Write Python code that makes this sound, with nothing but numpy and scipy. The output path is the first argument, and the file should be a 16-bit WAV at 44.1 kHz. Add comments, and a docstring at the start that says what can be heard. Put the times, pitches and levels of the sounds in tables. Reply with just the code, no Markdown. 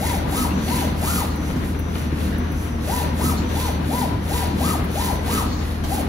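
"""A gear whine arches up and down in pitch, close to the microphone: a large plotter at work in a workshop.
In each stroke the servo speeds up and brakes, and the carriage hisses, rumbles and clacks along its rail.
The sheet rustles, snaps and brushes the machine; the pen coil whistles faintly while the pen is down, and the
pen ticks. Behind them a low rumble swells, the frame thuds, and a suction fan hums in a rush of air."""
import sys
import numpy as np
from scipy import signal
from scipy.fft import rfft, irfft, next_fast_len
from scipy.io import wavfile
from scipy.ndimage import map_coordinates

SR = 44100
rng = np.random.default_rng(int(sys.argv[2]) if len(sys.argv) > 2 else 0)


def file_out(sig):
    """Save sig as 16-bit WAV at sys.argv[1]."""
    # one column per channel
    cols = np.atleast_2d(sig).T
    # limit, then scale
    lim = np.clip(cols, -1, 1)
    pcm = np.round(lim * 32767).astype(np.int16)
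    wavfile.write(sys.argv[1], SR, pcm)


N = 268375
T = np.arange(N) / SR  # s

# Levels in the tables are in dB; most sources add a gain of their own.
# Carriage strokes, slow for detail, near 1000 Hz for long lines, fastest with the pen lifted:
# middle_s, length_s, top_mesh_pitch_hz, rolling_db, whine_db, hiss_db
CARRIAGE_STROKES = [(0.088, 0.25, 989.5, 2, -1.5, 0), (.397, 0.21, 1294, -2, -2, 0.7),
                    (0.756, 0.28, 1012, 2.5, -2, 0.5), (1.133, 0.29, 1415, 0.5, -2.5, 1),
                    (1.484, 0.19, 380, -3, -37, -3), (1.674, 0.18, 360, -4.5, -30, -3),
                    (1.993, 0.2, 470, -2, -34, -4), (2.241, 0.22, 509.6, -0.5, -7, -3.5),
                    (2.625, .24, 400, -8, -37, -4), (2.959, 0.25, 982.6, 2, -1.5, 0),
                    (3.269, .2, 1297, -2.5, -2.5, 0), (3.625, 0.25, 1024, 2, -4, -2),
                    (3.977, 0.25, 1000, 1, -1.5, -1), (4.373, 0.24, 984, 2, -2, 0.5),
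                    (4.685, 0.21, 1298, 1, -2, 0), (5.043, 0.26, 1027, 2, -0.5, 0),
                    (5.354, 0.22, 1298, 1.5, -1.5, 0), (5.696, .21, 350.8, -0.5, -32, -3.5),
                    (5.954, 0.19, 842, 0, -2.5, 0)]
CRUISE = 1.02  # peak of the speed parabola, which is held at 1
LINE_HZ = 1000  # mesh pitch at carriage speed 1
GLIDE_SPREAD = 0.4  # half width of the carriage's noise, as a share of the stroke
# Gear partials; the weaker ones beside the mesh pitch come from the shaft's once-a-turn wobble:
# multiple_of_mesh_pitch, level_db
GEAR_PARTIALS = [(1, 0), (.78, -19), (.92, -15), (2, -17)]
# How well the housing radiates the whine: frequency_hz, gain_db
HOUSING_RESPONSE = [(200, -24), (450, -8), (620, -3), (720, -2), (800, 1.5), (870, -1), (950, 0),
                    (1020, -1.5), (1110, -4), (1250, -1), (1330, -2.5), (1450, -6), (2000, -3), (3000, -8)]
# Echoes of the whine off machine and walls: delay_s, gain_db
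ECHO_PATHS = [(.013, -14), (.029, -13), (.056, -8.5), (.104, -10.5)]
# Panel modes that ring on when the whine lingers at their pitch: pitch_hz, gain_db, t60_s
PANEL_MODES = [(945, -2, .6), (1002, 5, 1.2), (1026, 7.5, 1.2), (1232, 0, .6), (1294, 0, .7)]
WHINE_DB, TORQUE_DB = -29, 5.5  # base level; lift towards the ends of a stroke
# Colour of the sliding hiss: frequency_hz, level_db
HISS_COLOUR = [(700, -15), (2500, -6), (5300, -4.5), (7000, -.5), (9000, 0), (12800, 0), (15500, -4.5)]
HISS_DB = 0.5
PORT_LAG_MS = 0.181  # delay of the left microphone port behind the right
# Colour of the rolling bearings: frequency_hz, level_db
ROLLING_COLOUR = [(200, -24), (430, 7.5), (800, -8), (1500, -2.5), (2100, -5), (3000, -4.5), (4300, -3.5),
                  (6000, -18.5), (12000, -71)]
# Resonances of the rail: pitch_hz, width_hz, level_db
RAIL_MODES = [(1990, 110, -21.5), (2410, 70, -28.5), (4440, 110, -34)]
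# Rollers squeal or chirp on the rail: middle_s, length_s, pitch_hz, width_hz, level_db
ROLLER_SQUEALS = [(.07, 0.21, 2060, 260, -42.5), (.518, .024, 2700, 220, -41.5),
                  (0.74, 0.14, 2130, 200, -44), (.73, .1, 4270, 200, -48), (5.3, .05, 1590, 90, -42)]
# Clacks of the carriage along its rail, within and between strokes: time_s, level_db
CARRIAGE_CLACKS = [(.324, -3), (.376, 3.5), (.819, 2), (1.073, 4.5), (1.561, -2.5), (3.239, 2.5),
                   (3.488, -2.5), (5.838, 3.5)]
# Colour of a clack: frequency_hz, level_db
CLACK_COLOUR = [(300, 1), (800, 0.5), (1700, -8.5), (2700, -9.5), (4200, -10.0), (8000, -20)]
# Colour of the sheet's rustle: frequency_hz, level_db
RUSTLE_COLOUR = [(50, 5), (200, 15.0), (600, 10.0), (1200, 5.5), (2200, -2.0), (3200, -5.0),
                 (4300, -9.0), (5500, -47.0), (12000, -53)]
PAPER_DB, PAPER_SLOPE = -39.5, 0.85  # rustle at mean rumble level; dB per dB of rumble
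# Snaps of the buckling sheet: time_s, level_db
SHEET_SNAPS = [(2.325, 7), (2.347, 8), (2.385, -10), (2.405, -5), (2.437, 5), (2.47, 1)]
# Colour of a snap: frequency_hz, level_db
SNAP_COLOUR = [(400, -4), (1000, -2), (1900, -2), (3000, -12), (4300, -12), (7000, -38)]
# Brushes of the paper's edge: middle_s, length_s, level_db
EDGE_BRUSHES = [(0.56, 0.21, -60), (1.305, 0.07, -58), (3.387, 0.075, -55.5), (4.51, 0.037, -59),
                (5.531, 0.16, -53.5)]
# Colour of the brushing: frequency_hz, level_db
BRUSH_COLOUR = [(1500, -32), (3300, 0), (4300, 10), (5000, 0), (5600, 2), (7200, 4), (9000, -30),
                (14000, -8)]
# Spells with the pen held down: start_s, end_s, whistle_db, left_over_right_db
PEN_SPELLS = [(.03, 0.25, -54.5, -18), (0.51, 0.943, -50.5, -10), (1.34, 1.56, -51.5, -9),
              (1.747, 2.12, -54, -4.5), (2.34, 2.78, -53.5, -6), (2.797, 3.147, -52.5, -7),
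              (3.425, 3.804, -52, -11), (4.19, 4.55, -54, -3), (4.885, 5.231, -52, -11)]
COIL_HZ, COIL_FADE_S, COIL_WANDER_DB = 6000, 0.035, 1.2
# Pen ticks: time_s, level_db
PEN_TICKS = [(0.997, -62), (1.3578, -47), (1.7918, -44), (2.3815, -47), (2.5177, -48), (4.8419, -45),
             (4.9152, -49), (5.8396, -54)]
# Colour of a tick: frequency_hz, level_db
TICK_COLOUR = [(1500, -10), (5000, -47), (9000, 4.5), (15000, 8.5)]
# Thuds of the frame: time_s, level_db
FRAME_THUDS = [(0.268, -24.5), (0.919, -22.5), (1.559, -21.5), (2.126, -21.5), (2.405, -38), (3.242, -23.5),
               (4.795, -23.5), (5.331, -24.5)]
# Frame modes: pitch_hz, level_db, t60_s
FRAME_MODES = [(148, 16, 0.15), (218.6, -11, 0.44), (239, 15, 0.075), (284, 24.5, 0.039), (322, -8, 0.16),
               (630, 5, 0.021)]
# Level of the low rumble over time; the rustle rises and falls with it: time_s, level_db
RUMBLE_LEVEL = [(0.0, -26.5), (0.36, -24.5), (0.8, -26), (1.42, -27.5), (1.57, -25.0), (1.8, -29),
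                (2.42, -26), (2.6, -30), (3.0, -28), (3.26, -24), (3.66, -27.5), (3.95, -25.5),
                (4.42, -28.5), (4.66, -24), (5.16, -28), (5.34, -23.5), (5.72, -30), (6.09, -26)]
# Colour of the low rumble: frequency_hz, level_db
RUMBLE_COLOUR = [(90, -30), (140, -1.5), (190, -3), (250, -0.5), (310, -6.5), (380, -14.5), (600, -24.5),
                 (1200, -49)]
# Borders of the rumble's registers: frequency_hz
RUMBLE_EDGES = [60, 140, 180, 220, 265, 320, 400, 1200]
RUMBLE_DB = -1.5
# Low swells in the rumble, each at its own pitch: middle_s, length_s, middle_pitch_hz, level_db
RUMBLE_SWELLS = [(0.42, 0.077, 245, -26.5), (0.551, 0.092, 194.3, -27), (0.644, 0.133, 246.7, -34),
                 (1.14, .1, 190.3, -29), (1.52, .1, 166, -31), (1.64, .06, 200, -29),
                 (1.912, 0.096, 161, -33), (2.272, 0.077, 190, -29.5), (2.314, 0.092, 212.3, -27.5),
                 (2.417, 0.081, 244.7, -27.5), (2.783, 0.18, 232, -30.5), (3.04, .1, 151.8, -30),
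                 (3.124, 0.16, 240.2, -32), (3.279, .1, 196, -30), (3.405, 0.1, 185.8, -28.5),
                 (3.794, 0.097, 155, -29.5), (4.058, 0.1, 238.5, -29.5), (4.15, .1, 105.9, -26),
                 (4.541, 0.11, 199.3, -27.5), (4.668, 0.13, 180, -29.5), (5.373, 0.14, 214.2, -28)]
SWELL_DB, SWELL_GLIDE = 2.5, 0.06  # gain; fall from the middle pitch in one length, as a share of it
# Fan and mains tones: pitch_hz, level_db
FAN_TONES = [(38.8, -45.5), (50, -49), (77.6, -27), (116.4, -38), (155.2, -42), (194, -40.5), (300, -40.5)]
FAN_WAVER_DB = 0.8
# Colour of the fan's air: frequency_hz, level_db
AIR_COLOUR = [(20, -42), (26, -22), (31, 4), (38, -1), (55, 11), (72, 3.5), (100, 6.5), (125, -11),
              (300, -9), (600, -14.5), (1200, -18), (2000, -23), (4300, -36.5), (6000, -32.5),
              (14000, -107)]
TOP_HZ = 15600  # upper limit of the recorder


def undb(db):
    """Decibels to gain."""
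    return 10 ** (np.asarray(db) / 20)


def unit(x):
    """Scale to rms 1."""
    return x / np.sqrt(np.mean(x ** 2))


def curve(rows):
    """Join (time, value) rows by straight lines."""
    return np.interp(T, *np.transpose(rows))


def swell(middle, length):
    """A bell-shaped bump in time, top 1, down to 1/e at half a length from the middle."""
    return np.exp(-np.minimum((2 * (T - middle) / length) ** 2, 60))


def walk(rate):
    """Random drift of rms 1 through about `rate` new values a second."""
    knots = rng.standard_normal(N // 20)
    return unit(np.interp(T * rate, np.arange(len(knots)), knots))


def band_pass(x, low_hz, high_hz):
    """Keep one band of frequencies."""
    return signal.sosfilt(signal.butter(2, [low_hz, high_hz], "band", fs=SR, output="sos"), x)


def colour(x, points):
    """Filter by a spectrum of (frequency, level) points, joined on a log frequency axis."""
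    hz, db = np.transpose(points)
    size = next_fast_len(N + 8192)
    f = np.maximum(np.fft.rfftfreq(size, 1 / SR), 1)
    gain = undb(np.interp(np.log(f), np.log(hz), db))
    return irfft(rfft(x, size) * gain, size)[..., :N]


def bursts(rows, decay_s, points):
    """Repeat one coloured, decaying noise burst at each (time, level) row."""
    hits = np.zeros(N)
    for s, db in rows:
        hits[int(s * SR)] += undb(db)
    t = T[:SR // 10]
    burst = rng.standard_normal(len(t)) * np.exp(-t / decay_s)
    return colour(signal.fftconvolve(hits, burst)[:N], points)


def diffuse(points, split_hz):
    """Coloured noise at two ports: alike in the bass, unrelated above split_hz."""
    mid, side = rng.standard_normal((2, N))
    side = signal.sosfilt(signal.butter(2, split_hz, "high", fs=SR, output="sos"), side)
    return unit(colour(np.array([mid + side, mid - side]), points))


def place(x, left_db, left_lag_ms=0):
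    """Give a sound its balance and its delay between the two microphone ports."""
    left, right = np.broadcast_to(x, (2, N))
    left = map_coordinates(left, [np.arange(N) - left_lag_ms * SR / 1000], order=5)
    return np.array([left * undb(left_db / 2), right * undb(-left_db / 2)])


def workshop(x, t60, treble_t60):
    """Diffuse room tail of decaying noise, with its own decay time in the treble (s)."""
    t = T[:SR]
    noise = rng.standard_normal((2, SR))
    low = signal.sosfilt(signal.butter(2, 2500, fs=SR, output="sos"), noise)
    low_tail = low * np.exp(-np.log(1000) * t / t60)
    treble_tail = (noise - low) * np.exp(-np.log(1000) * t / treble_t60)
    onset = np.clip(t / 0.00016, 0, 1)
    tail = (low_tail + treble_tail) * onset / np.sqrt(SR * t60 / np.log(1e6))
    return signal.fftconvolve(x[None], tail, axes=1)[:, :N]


def motion():
    """Motor speed is a flat-topped parabola in each stroke; the carriage's noise swells more softly around it."""
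    pitch, whine, speed, hiss, roll = np.zeros((5, N))
    for middle, length, top_hz, roll_db, whine_db, hiss_db in CARRIAGE_STROKES:
        along = 2 * (T - middle) / length  # -1 to 1 through the stroke
        now = np.abs(along) < 1
        arch = np.minimum(CRUISE * (1 - along[now] ** 2), 1)
        pitch[now] = top_hz * arch
        whine[now] = np.sqrt(arch) * undb(whine_db + TORQUE_DB * np.abs(along[now]))
        glide = top_hz / LINE_HZ * swell(middle, 2 * GLIDE_SPREAD * length)
        now = glide > speed  # where strokes overlap, the faster one counts
        speed[now], hiss[now], roll[now] = glide[now], undb(hiss_db), undb(roll_db)
    return pitch, whine, speed, hiss * undb(HISS_DB), roll


def gear_whine(pitch, gain):
    """Meshing teeth sing a rough tone with partials beside it; echoes, panels and room follow it."""
    phase = 2 * np.pi * np.cumsum(pitch * (1 + 0.005 * walk(220))) / SR
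    teeth = 0
    for multiple, db in GEAR_PARTIALS:
        teeth = teeth + undb(db) * np.sin(multiple * phase) * (1 + 0.3 * walk(130))
    tone = undb(WHINE_DB) * colour(teeth * gain, HOUSING_RESPONSE)
    # the nearest path swells and fades at random
    direct = place(tone * undb(-0.5 + 2 * np.tanh(walk(60))), left_db=11, left_lag_ms=-0.1)
    echoes = np.zeros((2, N))
    for delay_s, db in ECHO_PATHS:
        for port in range(2):
            port_delay_s = delay_s * rng.uniform(0.9, 1.1)
            echoes[port] += undb(db) * np.interp(T - port_delay_s, T, tone, left=0)
    room = undb(2) * workshop(tone, t60=0.95, treble_t60=0.6)
    return direct + place(echoes + room + panels(tone), left_db=4.5)


def panels(x):
    """Panels ring as sharp resonances, each with its own gain at its pitch."""
    t, ring = T[:SR], 0
    for hz, db, t60 in PANEL_MODES:
        decay = np.log(1000) / t60
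        level = undb(db) * 2 * decay / SR  # brings the gain at the mode's pitch to db
        ring = ring + level * np.sin(2 * np.pi * hz * t) * np.exp(-decay * t)
    return signal.fftconvolve(x, ring)[:N]


def sliding(speed, gain):
    """Fine friction grains hiss with speed and reach the right port first."""
    grains = rng.standard_normal(N) * undb(2.0 * walk(2500) + 0.5 * walk(60))
    hiss = unit(colour(grains, HISS_COLOUR)) * gain * speed ** 1.05
    direct = undb(-30) * place(hiss, left_db=0, left_lag_ms=PORT_LAG_MS)
    return direct + undb(-44) * workshop(hiss, t60=0.7, treble_t60=0.6)


def bearings(speed, gain):
    """Rollers and belt make a duller, rasping rush that rings the rail and fills the room."""
    rasp = rng.standard_normal(N) * undb(2.6 * walk(260) + 1.5 * np.tanh(walk(60)))
    rush = unit(colour(rasp, ROLLING_COLOUR))
    for hz, width_hz, db in RAIL_MODES:
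        ring = signal.lfilter(*signal.iirpeak(hz, hz / width_hz, fs=SR), rasp)
        rush = rush + unit(ring) * undb(db + 3 * walk(5))
    rush = rush * gain * speed ** 0.64
    direct = undb(-37.0) * place(rush, left_db=1.5, left_lag_ms=-0.076)
    room = workshop(rush, t60=0.94, treble_t60=0.81)
    return direct + undb(-37.5) * place(room, left_db=-2.5)


def squeals():
    """A roller rubs the rail into a short, narrow band of sound."""
    out = np.zeros(N)
    for middle, length, hz, width_hz, db in ROLLER_SQUEALS:
        ring = band_pass(rng.standard_normal(N), hz - width_hz / 2, hz + width_hz / 2)
        out += undb(db) * swell(middle, length) * unit(ring)
    room = workshop(out, t60=0.5, treble_t60=0.35)
    return undb(1.5) * place(out, left_db=8) + undb(-1) * room


def clacks(decay_s):
    """Slack in the carriage is taken up with a short clatter."""
    clack = bursts(CARRIAGE_CLACKS, decay_s, CLACK_COLOUR)
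    room = undb(14.5) * workshop(clack, t60=0.87, treble_t60=0.37)
    return undb(-24.5) * (place(clack, left_db=5) + room)


def paper(rumble_db):
    """The moving sheet rustles in uneven crinkles, rising and falling with the level of the low rumble."""
    grains = rng.standard_normal(N) * undb(3.5 * np.tanh(walk(45)) + 2.4 * walk(500))
    rustle = unit(colour(grains, RUSTLE_COLOUR))
    rustle = rustle * undb(PAPER_DB + PAPER_SLOPE * (rumble_db - rumble_db.mean()))
    return undb(-4.5) * place(rustle, left_db=23.0) + workshop(rustle, t60=0.24, treble_t60=0.4)


def crinkles(decay_s):
    """The sheet buckles in a quick run of small snaps."""
    snap = bursts(SHEET_SNAPS, decay_s, SNAP_COLOUR)
    room = undb(9.5) * workshop(snap, t60=0.34, treble_t60=0.25)
    return undb(-33.5) * (place(snap, left_db=6) + room)


def brushes():
    """The paper's edge brushes along the machine on the left with a bright, grainy scrape."""
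    grains = rng.standard_normal(N) * undb(2.5 * walk(90) + 2 * walk(900))
    strokes = sum(undb(db) * swell(middle, length) for middle, length, db in EDGE_BRUSHES)
    scrape = unit(colour(grains, BRUSH_COLOUR)) * strokes
    room = undb(16.5) * workshop(scrape, t60=0.27, treble_t60=0.23)
    return place(scrape, left_db=9, left_lag_ms=0.13) + room


def pen_coil():
    """The coil's switching tone sounds while the pen is down; it flutters, and wanders in level at each port."""
    tone = np.sqrt(2) * np.sin(2 * np.pi * COIL_HZ * T + 0.5 * walk(55)) * (1 + 0.16 * walk(80))
    held = np.zeros((2, N))
    for start, end, db, left_db in PEN_SPELLS:
        gate = np.clip(np.minimum(T - start, end - T) / COIL_FADE_S, 0, 1)
        held += gate * undb([[db + left_db / 2], [db - left_db / 2]])
    wander = undb(COIL_WANDER_DB * np.array([walk(19.8), walk(5.94)]))
    return tone * held * wander


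def pen(decay_s):
    """The pen holder lands with a tiny bright tick."""
    tick = bursts(PEN_TICKS, decay_s, TICK_COLOUR)
    return undb(6.5) * place(tick, left_db=-1, left_lag_ms=PORT_LAG_MS)


def frame(rumble_db):
    """Low noise rumbles, wandering from one register to another; jolts ring the frame's low modes."""
    t = T[:SR // 2]
    ring = 0
    for hz, db, t60 in FRAME_MODES:
        ring = ring + undb(db) * np.sin(2 * np.pi * hz * t) * np.exp(-np.log(1000) * t / t60)
    hits = np.zeros(N)
    for s, db in FRAME_THUDS:
        hits[int(s * SR)] += undb(db)
    thuds = undb(-14.0) * signal.fftconvolve(hits, ring * np.clip(t / 0.0024, 0, 1))[:N]
    noise = diffuse(RUMBLE_COLOUR, split_hz=940)
    lumps = 0
    for k, (low_hz, high_hz) in enumerate(zip(RUMBLE_EDGES, RUMBLE_EDGES[1:])):
        shifted = np.roll(noise, k * SR // 2, axis=1)  # another stretch of noise for each register
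        lumps = lumps + band_pass(shifted, low_hz, high_hz) * undb(2.2 * walk(14))
    rumble = unit(lumps) * undb(rumble_db + RUMBLE_DB)
    return place(rumble + thuds, left_db=-0.6, left_lag_ms=-0.018)


def rumble_swells():
    """Low swells in the rumble are slightly rough tones, each at its own pitch, gliding slightly down."""
    out = np.zeros(N)
    rough = undb(2 * walk(50))
    for middle, length, hz, db in RUMBLE_SWELLS:
        pitch = hz * (1 - SWELL_GLIDE * np.clip((T - middle) / length, -1, 1))
        cycles = np.cumsum(pitch) / SR + rng.uniform()
        out += undb(db) * swell(middle, length) * np.sin(2 * np.pi * cycles)
    return place(out * rough * undb(SWELL_DB), left_db=1.0)


def fan():
    """Shaft harmonics and mains tones waver a little over the rush of air."""
    hum = 0
    for hz, db in FAN_TONES:
        level = np.sqrt(2) * undb(db + FAN_WAVER_DB * walk(4.55))
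        phase = 2 * np.pi * hz * T + 0.51 * walk(3.95) + rng.uniform(0, 2 * np.pi)
        hum = hum + level * np.sin(phase)
    air = diffuse(AIR_COLOUR, split_hz=240) * undb(-29.5 + 0.56 * walk(4.27))
    return place(hum, left_db=2.2) + place(air, left_db=1.3, left_lag_ms=-0.05)


def suction():
    """Air drawn past the edge of the paper leaves a faint steady hiss."""
    hiss = unit(colour(rng.standard_normal(N), HISS_COLOUR))
    return undb(-51) * place(hiss, left_db=0, left_lag_ms=PORT_LAG_MS)


def scene():
    """Carriage motion drives whine, hiss and rolling; rumble and rustle share one level course; the fan runs on."""
    pitch, whine_gain, speed, slide_gain, roll_gain = motion()
    rumble_db = curve(RUMBLE_LEVEL)
    carriage = gear_whine(pitch, whine_gain) + sliding(speed, slide_gain) + bearings(speed, roll_gain)
    carriage = carriage + squeals() + clacks(decay_s=0.008)
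    sheet = paper(rumble_db) + crinkles(decay_s=0.0065) + brushes()
    pen_sounds = pen_coil() + pen(decay_s=0.011)
    background = frame(rumble_db) + rumble_swells() + fan() + suction()
    return carriage + sheet + pen_sounds + background


def record(dry):
    """The recorder cuts the top with a steep low-pass."""
    return signal.sosfilt(signal.ellip(10, 0.2, 80, TOP_HZ, fs=SR, output="sos"), dry)


dry = scene()
out = record(dry)
file_out(out)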